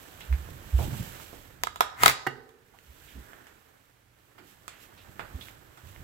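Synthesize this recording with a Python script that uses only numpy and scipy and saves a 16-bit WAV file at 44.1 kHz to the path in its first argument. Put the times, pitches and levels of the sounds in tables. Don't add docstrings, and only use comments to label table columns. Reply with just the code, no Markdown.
import sys
import numpy as np
from scipy import signal
from scipy.fft import rfft, irfft
from scipy.io import wavfile

SR = 44100
rng = np.random.default_rng(int(sys.argv[2]) if len(sys.argv) > 2 else 0)


def materialize(psi):
    bounded = np.clip(np.atleast_2d(psi).T, -1, 1)
    quanta = np.round(bounded * 32767).astype(np.int16)
    wavfile.write(sys.argv[1], SR, quanta)


N = 266143
T = np.arange(N) / SR
MIC_LAG_S = .00042


def from_db(db):
    return 10 ** (np.asarray(db) / 20)


def unit_rms(x):
    return x / np.sqrt(np.mean(x ** 2) + 1e-20)


def at_hz(points, hz):
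    known_hz, values = np.transpose(points)
    return np.interp(np.log(np.maximum(hz, 1)), np.log(known_hz), values)


def pan(db):
    return from_db(np.array([[db / 2], [-db / 2]]))


def delay(x, lag_s):
    return np.interp(T - lag_s, T, x)


def add(out, start_s, sound):
    i = round(start_s * SR)
    out[:, i:i + sound.shape[-1]] += sound[..., :N - i]


def colour(x, spectrum, size=8192):
    magnitude = from_db(at_hz(spectrum, np.linspace(0, SR / 2, size // 2 + 1)))
    cepstrum = irfft(np.log(magnitude))
    cepstrum[1:size // 2] *= 2
    cepstrum[size // 2 + 1:] = 0
    response = irfft(np.exp(rfft(cepstrum)))
    return signal.oaconvolve(x, response[None] / np.linalg.norm(response), axes=1)[:, :N]


def band(x, hz, ratio):
    edges_hz = [hz / ratio, min(hz * ratio, SR / 2 - 100)]
    return signal.sosfilt(signal.butter(2, edges_hz, "band", fs=SR, output="sos"), x)


def noise(correlation, size=N):
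    common = np.sqrt(correlation) * rng.standard_normal(size)
    return common + np.sqrt(1 - correlation) * rng.standard_normal((2, size))


def flicker(per_s, depth_db):
    steps = rng.standard_normal(size=4096)
    return from_db(depth_db * np.interp(T * per_s, np.arange(len(steps)), steps))


def envelopes(stretches):
    times_s, *columns = np.vstack(stretches).T
    return [from_db(np.interp(T, times_s, levels_db)) for levels_db in columns]


def gaussian(peak_s, half_width_s):
    return np.exp(-((T - peak_s) / half_width_s) ** 2)


def burn(start_s, hold_s, swell_db_per_s, fade_db_per_s):
    swell_db = swell_db_per_s * np.maximum(start_s - T, 0)
    fade_db = fade_db_per_s * np.maximum(T - start_s - hold_s, 0)
    return from_db(-swell_db - fade_db) + 1e-12


def contact(grit, t60_s, size=2048):
    chatter = rng.standard_normal((2, size)) * from_db(-60 * T[:size] / t60_s)
    hit = grit * unit_rms(chatter) / np.sqrt(size)
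    hit[:, 0] += 1
    return hit / np.sqrt(1 + grit ** 2)


def ring(hz, t60_s, rise_s, size=SR):
    t = T[:size]
    return np.sin(2 * np.pi * hz * t) * from_db(-60 * t / t60_s) * (1 - np.exp(-t / rise_s))


# frequency_hz, density_db
AIR_SPECTRUM = [(25, -34), (65, -3.5), (100, -10.5), (170, -9.5), (320, -12), (600, -16), (1300, -10.5),
                (2200, -9.5), (5000, -18.5), (16000, -22.5)]

def air(hum_hz=120):
    floor = from_db(-71.5) * colour(noise(0.21), AIR_SPECTRUM)
    hum = from_db(-72) * np.sin(2 * np.pi * hum_hz * T)
    return (floor + hum) * pan(-4)


# time_s, level_db
HAND_GRIP = [
    [(0.0, -64), (0.324, -54), (0.462, -50), (0.756, -53), (0.876, -33.5), (0.912, -51), (1.06, -51),
     (1.314, -60), (1.6, -58.5)],
    [(2.6, -72), (2.74, -71.5), (3.08, -62), (3.72, -75.5), (4.82, -67.5), (5.3, -56), (5.66, -64),
     (5.87, -70), (6.03, -49)],
]
# time_s, treble_db, middle_db
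CLOTHES_RUBBING = [
    [(0.0, -60, -55.5), (0.146, -61, -55), (0.622, -61, -54.5), (0.976, -52, -50), (1.108, -54, -52),
     (1.456, -63.5, -59), (1.6, -70, -60.5)],
    [(2.6, -79.5, -71), (2.788, -71.5, -65.5), (3.062, -62.5, -62), (3.314, -66.5, -57.5),
     (3.522, -70.5, -62), (3.902, -76.5, -69), (4.1, -81.5, -72)],
    [(4.2, -75.5, -68), (4.632, -70.5, -63.5), (5.3, -66, -56.5), (5.408, -61.5, -56.5), (5.622, -69, -61),
     (5.836, -69, -59.5), (6.03, -64.5, -56.5)],
]
# peak_s, level_db, half_width_s
SLEEVE_STROKES = [(0.208, -54, 0.012), (0.505, -51.5, 0.0056), (0.822, -46, 0.061), (1.226, -53, 0.021),
                  (4.5, -61, 0.059), (4.831, -56.5, 0.042), (5.46, -55, 0.054), (5.892, -58.5, 0.058)]
# frequency_hz, density_db
RUMBLE_SPECTRUM = [(12, -49.5), (20, -5.5), (54, 2.5), (76, 3), (107, 1.5), (143, -2), (258, -14),
                   (311, -9.5), (400, -19), (520, -46.5), (880, -120)]
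SCUFF_SPECTRUM = [(120, -33), (200, -9.5), (308, -6), (509, -7.5), (631, -8.5), (712, -10.5), (774, -7.5),
                  (832, -10.5), (1080, -10), (1770, -9.5), (3500, -35), (4550, -44), (7700, -120)]
CLOTH_SPECTRUM = [(1290, -24), (2200, -2), (3020, -0.5), (5050, -8), (6260, -6), (6750, -7.5), (7710, -3),
                  (9100, -11.5), (12900, -3.5), (14600, -3), (15500, -11), (16000, -4.5)]

def rustle():
    grip, = envelopes(HAND_GRIP)
    treble, middle = envelopes(CLOTHES_RUBBING)
    strokes = sum(from_db(level_db) * gaussian(peak_s, half_width_s)
                  for peak_s, level_db, half_width_s in SLEEVE_STROKES)
    treble = np.hypot(from_db(5) * treble, strokes)
    rumble = from_db(1) * grip * colour(noise(0.9), RUMBLE_SPECTRUM)
    scuff = from_db(-1.5) * middle * colour(noise(0.26) * flicker(120, depth_db=2), SCUFF_SPECTRUM)
    cloth = treble * colour(noise(0.033) * flicker(400, depth_db=1.34), CLOTH_SPECTRUM)
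    left, right = rumble * pan(-5.5) + (scuff + cloth) * pan(-7.5)
    return np.array([delay(left, MIC_LAG_S), right])


# start_s, ring_db, pitch_hz, snap_db, room_db
BOARD_TICKS = [(.208, -35.5, 3020, -26.5, 2.5), (.327, -25.5, 1930, -25, -0.5), (0.489, -27, 500, -42, -22),
               (.789, -18.5, 695, -33, 6), (1.199, -35, 1220, -29.5, 0), (1.33, -25.5, 458, -43, 1),
               (2.492, -52, 1800, -35, -4.5), (2.788, -43, 2606, -32, -12), (3.333, -31.5, 1610, -37, -5),
               (3.469, -34, 1595, -33.5, 1), (4.381, -39, 1500, -40, 9), (4.68, -28, 1510, -14.5, -3.5),
               (5.195, -17, 1360, -25.5, 1.5), (5.411, -30.5, 3550, -34, 1), (5.485, -31, 2060, -33, -6),
               (5.774, -41, 1640, -34.5, 4.5), (5.962, -34.5, 2080, -35, -12)]
# frequency_hz, density_db
BOARD_SPECTRUM = [(100, -12), (400, -4.5), (900, 5), (2400, 2.5), (3800, -2), (5500, -8.5), (7500, -5.5),
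                  (10000, -12.5), (14500, -12), (16000, -11)]

def ticks():
    direct, to_room = np.zeros((2, 2, N))
    for start_s, ring_db, pitch_hz, snap_db, room_db in BOARD_TICKS:
        crack = from_db(snap_db) * colour(contact(grit=1.2, t60_s=.009), BOARD_SPECTRUM)
        add(crack, 0, from_db(ring_db) * ring(pitch_hz, t60_s=0.0028, rise_s=0.000093, size=4096))
        add(direct, start_s, crack)
        add(to_room, start_s, from_db(room_db) * crack)
    left, right = direct * pan(-7.5)
    return np.array([delay(left, MIC_LAG_S), right]), to_room * pan(-8.5)


# peak_s, level_db, pitch_hz, half_width_s
FOOT_THUDS = [(0.331, -19.5, 65, .027), (.402, -36.5, 69.6, .03), (.753, -15.5, 67.6, .016),
              (0.785, -22, 71.5, 0.02), (1.009, -25, 111, 0.0061), (2.906, -48, 65.5, 0.021),
              (3.183, -41.5, 63, 0.032), (5.356, -32.5, 70.8, .012)]
# start_s, level_db, centre_hz, t60_s
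FOOT_SHUFFLES = [(0.791, -30.5, 107, 0.45), (.795, -38, 684, 0.2), (.895, -31.5, 131, 0.38),
                 (.992, -29.5, 147, .12), (1.125, -52, 1780, .2), (2.735, -54, 810, 0.14),
                 (3.07, -53, 2480, 0.27), (3.149, -39, 216, .17), (4.381, -53.5, 265, 0.36),
                 (4.69, -56.5, 2160, 0.73), (4.972, -52.5, 3000, 0.24), (5.083, -37.5, 114, 0.09),
                 (5.339, -44, 225, 0.22), (5.828, -48.5, 77, 0.63)]

def footfalls(brush_rise_s=0.014):
    out = np.zeros((2, N))
    for peak_s, level_db, pitch_hz, half_width_s in FOOT_THUDS:
        flexing = np.sin(-2 * np.pi * pitch_hz * (T - peak_s))
        out += from_db(level_db) * gaussian(peak_s, half_width_s) * flexing
    rise = 1 - np.exp(-T[:SR] / brush_rise_s)
    for start_s, level_db, centre_hz, t60_s in FOOT_SHUFFLES:
        brush = unit_rms(band(noise(0.71, size=SR), centre_hz, 1.37)) * pan(-2.2)
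        add(out, start_s, brush * from_db(level_db - 60 * T[:SR] / t60_s) * rise)
    return out * pan(-5)


# start_s, ring_db, pitch_hz, snap_db, pan_db, room_db
LIGHTER_CLICKS = [(1.6357, -15.5, 910, 0, 0, -14), (1.6705, -15, 1450, -16, -8.5, -8.5),
                  (1.7590, -25, 1130, -20.5, -0.5, -6), (1.8070, -1.5, 1130, 1.5, -8, -7),
                  (2.0345, -0.5, 1280, 5.5, -3, -10.5), (2.059, -4.5, 990, 0, -12, -15),
                  (2.0606, 0.5, 1510, 10.5, 10.5, -14.5), (2.0653, -11, 940, -8, -1.5, -5.5),
                  (2.0799, -6.5, 2110, 8, -6.5, -12), (2.0973, -13.5, 1310, -4.5, 1, -9)]
# pitch_hz, level_db, t60_s
SHELL_MODES = [(472, -4, 0.039), (798, -8, 0.028), (1013, -0.5, 0.018), (1240, -2, 0.021),
               (1330, 2.5, 0.0073), (1620, -9.5, 0.018), (2072, -7, .02), (2320, -16, 0.0089),
               (3500, 4.5, 0.0073), (3870, 5.5, 0.014), (7250, -1.5, .006)]
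# frequency_hz, density_db
SNAP_SPECTRUM = [(100, -15.5), (280, -16.5), (430, 5.5), (620, -5), (1000, 2), (2200, 2.5), (3000, 1.5),
                 (3700, 2.5), (4800, -2), (7200, 0), (9200, -7), (12000, -5.5), (14500, -4.5), (16000, -5)]

def lighter(lag_s=.0003):
    direct, to_room = np.zeros((2, 2, N))
    for start_s, ring_db, pitch_hz, snap_db, pan_db, room_db in LIGHTER_CLICKS:
        click = from_db(snap_db) * colour(contact(grit=1.3, t60_s=.006), SNAP_SPECTRUM)
        for mode_hz, mode_db, t60_s in SHELL_MODES:
            octaves_away = np.log2(mode_hz / pitch_hz)
            loss_db = 2 + 16 * min(octaves_away ** 2, 1.4)
            scatter_db = 2 * rng.standard_normal((2, 1))
            strength = from_db(ring_db + mode_db - loss_db + scatter_db)
            add(click, 0, strength * ring(mode_hz, t60_s, rise_s=0.0011, size=4096))
        add(direct, start_s, click * pan(pan_db))
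        add(to_room, start_s, click * from_db(room_db))
    left, right = direct
    return np.array([left, delay(right, lag_s)]), to_room * pan(-6)


# frequency_hz, density_db
FLARE_SPECTRUM = [(35, -7.5), (70, -1.5), (115, 7), (190, -3.5), (320, -5.5), (450, -9), (620, -11.5),
                  (800, 0), (1200, -2.5), (1550, -1), (2100, 2), (2900, -7.5), (5500, -16), (7200, -10),
                  (10000, -15), (15500, -12.5)]

def flare(catch_s=2.0283, hold_s=.07, fuse_hz=1460, sparks_per_s=80):
    fuse = from_db(-40) * unit_rms(band(noise(0.1), fuse_hz, 1.33))
    fuse *= burn(catch_s, hold_s, swell_db_per_s=229.5, fade_db_per_s=200.5)
    rush = from_db(-28.5) * unit_rms(colour(noise(.3) * flicker(590, depth_db=1), FLARE_SPECTRUM))
    sparking = (rng.random(N) < sparks_per_s / SR) & (T > catch_s)
    sparks = from_db(-6) * colour(sparking * rng.uniform(-0.88, 1, (2, N)), SNAP_SPECTRUM)
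    return fuse + (rush + sparks) * burn(catch_s, hold_s, swell_db_per_s=562.5, fade_db_per_s=519.5)


# start_s, level_db
KNOCK_BLOWS = [(2.2666, -4.5), (2.2688, -3), (2.2718, -0.5), (2.2704, -5)]
# frequency_hz, density_db
BLOW_SPECTRUM = [(50, -20), (150, -8), (250, -5.5), (380, 1), (560, -11.5), (820, -3), (1500, -3),
                 (1900, 7), (2450, -22), (2900, -18.5), (4000, -24.5), (6900, -27.5), (10000, -33),
                 (14600, -30)]
# pitch_hz, level_db, t60_s
STRUCK_MODES = [(132.7, -31, 0.22), (258, -47, 0.8), (770, -56, 0.2), (1240, -32.5, 0.18),
                (1273, -49, 0.35), (1508, -44.5, 0.49), (1770, -55, 0.41), (2000, -55, 0.31),
                (2840, -33.5, 0.12), (3840, -56, 0.32), (1940, -21, 0.012), (776, -14, 0.046)]

def knock(split_hz=14, hollow_hz=430, hollow_t60_s=1.25):
    blows, rings = np.zeros((2, 2, N))
    first_s = KNOCK_BLOWS[0][0]
    for start_s, level_db in KNOCK_BLOWS:
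        add(blows, start_s, from_db(level_db) * contact(grit=1.0, t60_s=0.025))
    for pitch_hz, level_db, t60_s in STRUCK_MODES:
        twin_hz = pitch_hz + split_hz * rng.standard_normal()
        pair = ring(pitch_hz, t60_s, rise_s=0.0065) + 0.56 * ring(twin_hz, t60_s, rise_s=0.018)
        add(rings, first_s, from_db(level_db - 6) * pair)
    hollow = unit_rms(band(noise(1.0, size=SR), hollow_hz, 1.12))
    add(rings, first_s, hollow * from_db(-52 - 60 * T[:SR] / hollow_t60_s))
    return (colour(blows, BLOW_SPECTRUM) + rings) * pan(-6)


def smoke(full_s=3.3, hold_s=0.16, vent_hz=1600):
    hiss = unit_rms(band(noise(0.24), vent_hz, 1.15)) * flicker(60, depth_db=2)
    flow = burn(full_s, hold_s, swell_db_per_s=25, fade_db_per_s=150)
    return from_db(-63.5) * flow * hiss * pan(-7.5)


# frequency_hz, t60_s
ROOM_DECAY = [(100, 0.71), (450, 0.68), (1200, 0.8), (2500, 0.35), (5000, 0.59), (14000, 0.085)]
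# frequency_hz, level_db
ROOM_SPECTRUM = [(100, -7), (500, 2), (1200, -4), (3000, 6.5), (7000, 1), (15000, 7)]

def room(x, size=SR):
    t = T[:size]
    tail, white = 0, rng.standard_normal((2, 2, size))
    for k, hz in enumerate(np.geomspace(100, 12800, 15)):
        decay = from_db(at_hz(ROOM_SPECTRUM, hz) - 60 * t / at_hz(ROOM_DECAY, hz))
        tail = tail + band(white[k % 2], hz, 2 ** (1 / 4)) * decay
    tail *= (1 + 1.8 * np.exp(-t / 0.03)) * (t > .002)
    return signal.fftconvolve(x, tail / np.linalg.norm(tail[0]), axes=1)[:, :N]


def scene():
    clicks, clicks_to_room = lighter()
    boards, boards_to_room = ticks()
    rush, bump = flare(), knock()
    reverb = room(clicks_to_room + boards_to_room + from_db(-6.5) * rush + from_db(-8.5) * bump)
    return clicks + boards + rush + bump + reverb + smoke() + footfalls() + rustle() + air()


def record(dry, cutoff_hz=15700):
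    rounded = 1.58 * np.tanh(dry / 1.224)
    return signal.sosfilt(signal.ellip(10, .1, 90, cutoff_hz, fs=SR, output="sos"), rounded)


dry = scene()
out = record(dry)
materialize(out)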